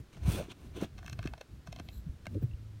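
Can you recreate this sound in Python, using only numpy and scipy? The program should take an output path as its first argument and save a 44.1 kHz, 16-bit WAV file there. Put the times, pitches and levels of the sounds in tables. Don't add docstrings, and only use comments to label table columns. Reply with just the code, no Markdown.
import sys
import numpy as np
from scipy import signal
from scipy.fft import rfft, irfft, next_fast_len
from scipy.io import wavfile
from scipy.ndimage import uniform_filter1d

SR = 44100
rng = np.random.default_rng(int(sys.argv[2]) if len(sys.argv) > 2 else 0)


def digitize_waveform(pressure):
    field = np.atleast_2d(pressure).T
    bounded = np.clip(field, -1, 1)
    quanta = np.round(bounded * 32767).astype(np.int16)
    wavfile.write(sys.argv[1], SR, quanta)


N = 123479
TIME_S = np.arange(N) / SR

# frequency in Hz, relative density in dB.
AIR_SPECTRUM = [(20, 0), (85, -8.5), (324, -7.5), (450, -11.5), (900, -20.5), (1500, -18.5),
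                (1920, -22), (4300, -25), (10000, -34), (15500, -38)]
RUMBLE_SPECTRUM = [(20, -38.5), (35, -14), (50, 3), (68, 0), (125, -3.5), (170, -12), (300, -18.5),
                   (500, -34.5), (2500, -56)]
RUB_SPECTRUM = [(100, -8), (200, -1.5), (370, -4.5), (480, -14), (700, -11.5), (1000, -24), (1500, -20.5),
                (3000, -43)]
HISS_SPECTRUM = [(2000, -46), (4500, -3), (6200, -6), (7400, -7), (9000, 3), (10400, -4.5), (12000, -4.5),
                 (16000, -6.5)]
# time in seconds, level in dB.
RUMBLE_ENVELOPE = [(0, -36), (.03, -55.5), (.12, -64), (.18, -47.5), (.31, -35.5), (.39, -41), (.47, -54),
                   (.56, -60.5), (.66, -48.5), (.82, -46.5), (.89, -54), (.96, -46.5), (1.04, -49),
                   (1.13, -45.5), (1.32, -42), (1.38, -58), (1.47, -71), (1.52, -45.5), (1.6, -51),
                   (1.64, -60), (1.69, -48.5), (2.0, -48), (2.15, -49), (2.2, -57.5), (2.32, -40.5),
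                   (2.55, -49.5), (2.8, -52)]
# peak time, rise and fall in seconds, then rub, grit and hiss levels in dB.
SOLE_SCUFFS = [(.139, 0.03, 0.043, -65, -60, -78), (0.17, 0.003, 0.02, -52.5, -59.5, -82),
               (0.328, 0.12, 0.15, -40.5, -46, -47.5), (.395, 0.035, 0.037, -47.5, -56.5, -75),
               (.519, 0.035, 0.014, -51, -51, -69), (.62, 0.11, 0.16, -61.5, -65.5, -74),
               (0.777, 0.044, 0.11, -47.5, -53.5, -65), (0.8147, 0.0045, 0.0044, -46, -47.5, -57),
               (0.832, 0.023, 0.028, -38, -49.5, -70), (2.345, 0.0049, 0.013, -61, -61, -71.5),
               (2.432, 0.018, 0.025, -53, -65, -83)]
# frequency in Hz, width in Hz, relative gain in dB.
GRIT_MODES = [(1002, 104, 10.5), (1450, 390, 3.5), (2340, 540, 7), (2840, 470, 7), (3470, 380, 3),
              (4150, 360, 2), (6040, 1000, -2), (9100, 720, -8)]
RASP_MODES = [(1430, 87, -9), (2490, 150, -4), (2800, 200, -2), (3400, 270, 3.5)]
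METAL_MODES = [(4040, 300, -1.5), (7160, 90, -3.5), (7700, 95, -4), (11500, 170, -1), (12800, 77, 2.5),
               (14980, 200, -4)]
# start in seconds, peak in dB, pitch in Hz, swell in seconds.
FLOOR_KNOCKS = [(.204, -32, 73.6, 0.021), (.246, -24.5, 65.3, 0.021), (.277, -20, 153.5, 0.0076),
                (.283, -24.5, 105, 0.0093), (.645, -43.5, 257, 0.0031), (.708, -36.5, 73, 0.011),
                (.821, -27, 200, 0.0053), (.8252, -18.5, 285, 0.0016), (1.123, -36, 126.5, 0.0063),
                (1.190, -30.5, 106, .005), (1.254, -27, 284, 0.0025), (1.256, -34, 122, 0.0073),
                (1.3355, -39.5, 857, 0.0022), (1.4105, -39.5, 525, 0.0022), (1.493, -57.5, 298, 0.0051),
                (1.683, -37.5, 146, 0.0054), (1.80, -35.5, 233, 0.0023), (1.962, -36.5, 64.7, 0.019),
                (2.062, -33, 154.2, 0.009), (2.094, -29.5, 62.5, 0.0061), (2.27, -38.5, 160, 0.0037),
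                (2.345, -32, 101, 0.019), (2.35, -39.5, 510, 0.0049), (2.424, -30.5, 199, 0.0046),
                (2.426, -50.5, 480, 0.0047), (2.434, -21, 117.6, 0.01), (2.499, -32.5, 88, 0.0082),
                (2.534, -32, 61.5, 0.0099)]
LEATHER_CHIRPS = [(2.511, -56.5, 2700, 0.0026), (2.535, -55.5, 2810, 0.0013)]
# peak time, rise and fall in seconds, level in dB.
EDGE_RASPS = [(.311, 0.0081, 0.0064, -52), (.34, 0.037, 0.049, -47.5), (0.518, 0.03, 0.012, -52),
              (.775, 0.032, 0.1, -56.5), (.844, .003, 0.0049, -52.5)]
METAL_TREMORS = [(1.86, 0.077, 0.028, -76), (1.915, 0.028, 0.025, -69), (1.968, 0.095, 0.054, -66)]
# peak time, rise and fall in seconds, level in dB, pitch in Hz.
SOLE_JUDDERS = [(.375, 0.083, 0.019, -47.5, 363), (0.408, 0.05, 0.021, -37, 553),
                (0.487, 0.0076, 0.011, -45.5, 400), (0.771, 0.012, 0.035, -40, 351),
                (2.354, 0.017, 0.029, -51.5, 466), (2.371, 0.028, 0.02, -34.5, 303.3),
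                (2.43, 0.019, 0.029, -46.5, 370.4)]
# peak time in seconds, fall in ms, then body, middle, crack, edge drive in dB.
LEATHER_SLIPS = [(0.981, 9.1, -63, -59, -57, -65), (0.989, 7.2, -54, -57.5, -59, -64.5),
                 (1.029, 4.9, -52.5, -58, -66, -68), (1.0453, 2.3, -50, -58, -66, -64),
                 (1.0625, 3.1, -69, -50, -48.5, -51.5), (1.0796, 5.2, -54, -46, -51, -57),
                 (1.0975, 3.9, -53.5, -55, -47.5, -50), (1.1297, 7.7, -55, -50.5, -49.5, -53),
                 (1.191, 6.1, -43, -49.5, -47, -66), (1.229, 4.9, -64, -50.5, -51.5, -56),
                 (1.241, 3.4, -47.5, -50, -53, -70), (1.259, 12, -52, -53, -57.5, -60),
                 (1.274, 2.7, -43.5, -41.5, -41.5, -52), (1.3368, 3.1, -41.5, -45.5, -49.5, -68),
                 (1.379, 7.4, -51.5, -64, -62, -68), (1.412, 6.7, -45, -52, -49, -56),
                 (1.673, 14.7, -51.5, -56.5, -60.5, -61.5), (1.727, 6.8, -47.5, -62, -50, -54),
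                 (1.762, 3.2, -47, -67, -48.5, -58), (1.788, 2.2, -50, -53, -51, -77),
                 (1.7981, 5.9, -45.5, -48, -50, -56), (1.8877, 2.9, -50.5, -69, -43.5, -70),
                 (2.256, 3, -53, -52, -51, -59)]
# frequency in Hz, width in Hz, relative gain in dB.
LEATHER_MODES = [
    [(665, 106, 5), (767, 145, 0), (1036, 78, -3.5)],
    [(1148, 96, 2.5), (1524, 93, 7.5), (1740, 150, 3.5)],
    [(2104, 130, -1), (2623, 85, 5), (3190, 156, 0), (3690, 123, -2), (4180, 230, -2.5)],
    [(5316, 110, 4.5), (6280, 500, 1.5), (7430, 1800, -8.5), (9760, 230, -9), (11700, 2500, -20)],
]
# peak time and rise or fall in seconds, level in dB, centre and width in Hz.
WHISTLES_AND_TICK = [(1.09, 0.087, -79, 12620, 33), (1.05, 0.074, -83, 15020, 60),
                     (2.43, .018, -61, 15000, 700)]
# start in seconds, level in dB.
CLICK_HITS = [(2.2671, -44), (2.2684, -35.5), (2.2696, -44)]
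# frequency in Hz, relative gain in dB, T60 in seconds.
CLICK_RING = [(630, 2, 0.014), (1270, 1, 0.0086), (1570, -14, 0.041), (2150, 0, 0.021), (2760, -8, 0.025),
              (4070, -1, 0.0026), (5600, -14.5, 0.015), (6940, -13, 0.0058), (8350, -17, 0.0066),
              (13400, -14, 0.002)]


def from_db(db):
    return 10 ** (np.asarray(db) / 20)


def unit_rms(x):
    return x / np.sqrt(np.mean(x ** 2) + 1e-20)


def drift(rate_hz):
    r = np.exp(-2 * np.pi * rate_hz / SR)
    return unit_rms(signal.lfilter([1], [1, -2 * r, r * r], rng.standard_normal(N + SR))[SR:])


def colour(x, spectrum):
    size = 2 * next_fast_len(N)
    hz, db = np.transpose(spectrum)
    grid_hz = np.maximum(np.arange(size // 2 + 1) * SR / size, 1)
    gain = from_db(np.interp(np.log(grid_hz), np.log(hz), db))
    cepstrum = irfft(np.log(gain))
    response = np.exp(rfft(2 * cepstrum[:size // 2], size))
    return unit_rms(irfft(rfft(x, size) * response)[:N])


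def resonate(x, modes):
    out, power = 0, 0
    for k, (hz, width_hz, db) in enumerate(modes):
        r = np.exp(-np.pi * width_hz / SR)
        gain = from_db(db) * (1 - r * r) / 2
        feedback = [1, -2 * r * np.cos(2 * np.pi * hz / SR), r * r]
        out = out + (-1) ** k * signal.lfilter([gain, 0, -gain], feedback, x + 1e-18)
        power += gain * from_db(db)
    return out / np.sqrt(power)


def notch(x, hz, q):
    return signal.lfilter(*signal.iirnotch(hz, q, fs=SR), x)


def grains(per_s, spread_db=3):
    sizes = from_db(spread_db * np.minimum(rng.exponential(1, N), 4)) * rng.choice([-1, 1], N)
    return unit_rms(sizes * (rng.random(N) < per_s / SR))


def stroke(peak_s, rise_s, fall_s):
    away = np.maximum((peak_s - TIME_S) / rise_s, (TIME_S - peak_s) / fall_s)
    return from_db(-20 * np.minimum(away, 10) ** 1.92)


def swell(start_s, swell_s):
    age = np.clip((TIME_S - start_s) / swell_s, 0, 20)
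    return (age * np.exp(1 - age)) ** 2


def soft_rings(rows):
    return sum(from_db(db) * swell(start_s, swell_s) * np.sin(2 * np.pi * hz * (TIME_S - start_s))
               for start_s, db, hz, swell_s in rows)


def cabin_air(level_db=-63):
    return from_db(level_db) * colour(rng.standard_normal(N), AIR_SPECTRUM)


def floor_rumble():
    noise = colour(rng.standard_normal(N), RUMBLE_SPECTRUM)
    levelled = noise / np.sqrt(uniform_filter1d(noise ** 2, size=2200) + 1e-6)
    return levelled * from_db(np.interp(TIME_S, *np.transpose(RUMBLE_ENVELOPE)))


def sole_scuffs(grains_per_s=5100, flutter_db=1.5):
    speeds = np.array([stroke(*row[:3]) for row in SOLE_SCUFFS])
    rub_gain, grit_gain, hiss_gain = from_db(np.array(SOLE_SCUFFS)[:, 3:]).T
    rub = (rub_gain @ speeds) * colour(grains(grains_per_s), RUB_SPECTRUM)
    grit = (grit_gain @ speeds) * resonate(grains(grains_per_s), GRIT_MODES)
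    grit = notch(grit, hz=1926, q=24)
    hiss = (hiss_gain @ speeds ** 2.13) * colour(grains(2 * grains_per_s), HISS_SPECTRUM)
    return (rub + grit + hiss) * from_db(flutter_db * drift(rate_hz=54))


def floor_knocks():
    return soft_rings(FLOOR_KNOCKS)


def edge_rasps():
    pressure = sum(from_db(db) * stroke(*timing_s) for *timing_s, db in EDGE_RASPS)
    return resonate(pressure * grains(per_s=1000), RASP_MODES)


def sole_judders(grabs_per_s=95, depth=0.79, wander=0.1304):
    unsteady_s = np.cumsum(1 + wander * drift(rate_hz=108.5)) / SR
    shaking = sum(from_db(db) * stroke(*timing_s) * np.sin(2 * np.pi * hz * unsteady_s)
                  for *timing_s, db, hz in SOLE_JUDDERS)
    return shaking * (1 + depth * np.sin(2 * np.pi * grabs_per_s * unsteady_s))


def leather_creaks(creep_db=-21, tail_db=-18.5, jerk_over_friction_db=3, gain_db=-0.5):
    drives = np.zeros((len(LEATHER_MODES), N))
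    friction = grains(per_s=8200)
    for peak_s, fall_ms, *registers_db in LEATHER_SLIPS:
        fall_s = fall_ms / 1000
        creep = from_db(creep_db) * stroke(peak_s, rise_s=0.049, fall_s=fall_s)
        tail = from_db(tail_db) * swell(peak_s, swell_s=0.011)
        envelope = creep + stroke(peak_s, 0.96 * fall_s, fall_s) + tail
        burst = envelope * friction
        burst[int(peak_s * SR)] += from_db(jerk_over_friction_db) * np.sqrt(np.sum(burst ** 2))
        burst *= np.sqrt(np.sum(envelope ** 2) / (np.sum(burst ** 2) + 1e-12))
        drives += from_db(registers_db)[:, None] * burst
    ringing = sum(resonate(drive, modes) for drive, modes in zip(drives, LEATHER_MODES))
    return from_db(gain_db) * notch(ringing, hz=1960, q=25)


def whistles_and_tick(noise):
    return sum(resonate(noise * from_db(db) * stroke(peak_s, span_s, span_s), [(hz, width_hz, 0)])
               for peak_s, span_s, db, hz, width_hz in WHISTLES_AND_TICK)


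def metal_ringing(noise):
    shaking = sum(from_db(db) * stroke(*timing_s) for *timing_s, db in METAL_TREMORS)
    return resonate(noise * shaking, METAL_MODES)


def click():
    out = np.zeros(N)
    for start_s, hit_db in CLICK_HITS:
        age_s = np.clip(TIME_S - start_s, 0, 1)
        for hz, mode_db, t60_s in CLICK_RING:
            decay_db = np.minimum(60 * age_s / t60_s, 200)
            out += from_db(hit_db + mode_db - decay_db) * np.sin(2 * np.pi * hz * age_s)
    return out


def panel_drone(start_s=2.4, pitch_hz=106.45, level_db=-43, t60_s=6.5, flutter_db=0.5):
    age_s = np.maximum(TIME_S - start_s, 0)
    envelope = from_db(level_db + flutter_db * drift(rate_hz=14) - 60 * age_s / t60_s)
    return envelope * np.sin(2 * np.pi * pitch_hz * age_s)


def leather_chirps():
    return soft_rings(LEATHER_CHIRPS)


def scene():
    floor = floor_rumble() + floor_knocks() + panel_drone()
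    soles = sole_scuffs() + edge_rasps() + sole_judders()
    noise = rng.standard_normal(N) * from_db(3.5 * drift(rate_hz=40))
    treble = whistles_and_tick(noise) + metal_ringing(noise)
    leather = leather_creaks() + leather_chirps()
    return (cabin_air() + floor + soles + leather + treble + click())[None]


def record(dry):
    cutoff_hz = 15850
    return signal.sosfilt(signal.ellip(12, .1, 80, cutoff_hz, fs=SR, output="sos"), dry)


dry = scene()
out = record(dry)
digitize_waveform(out)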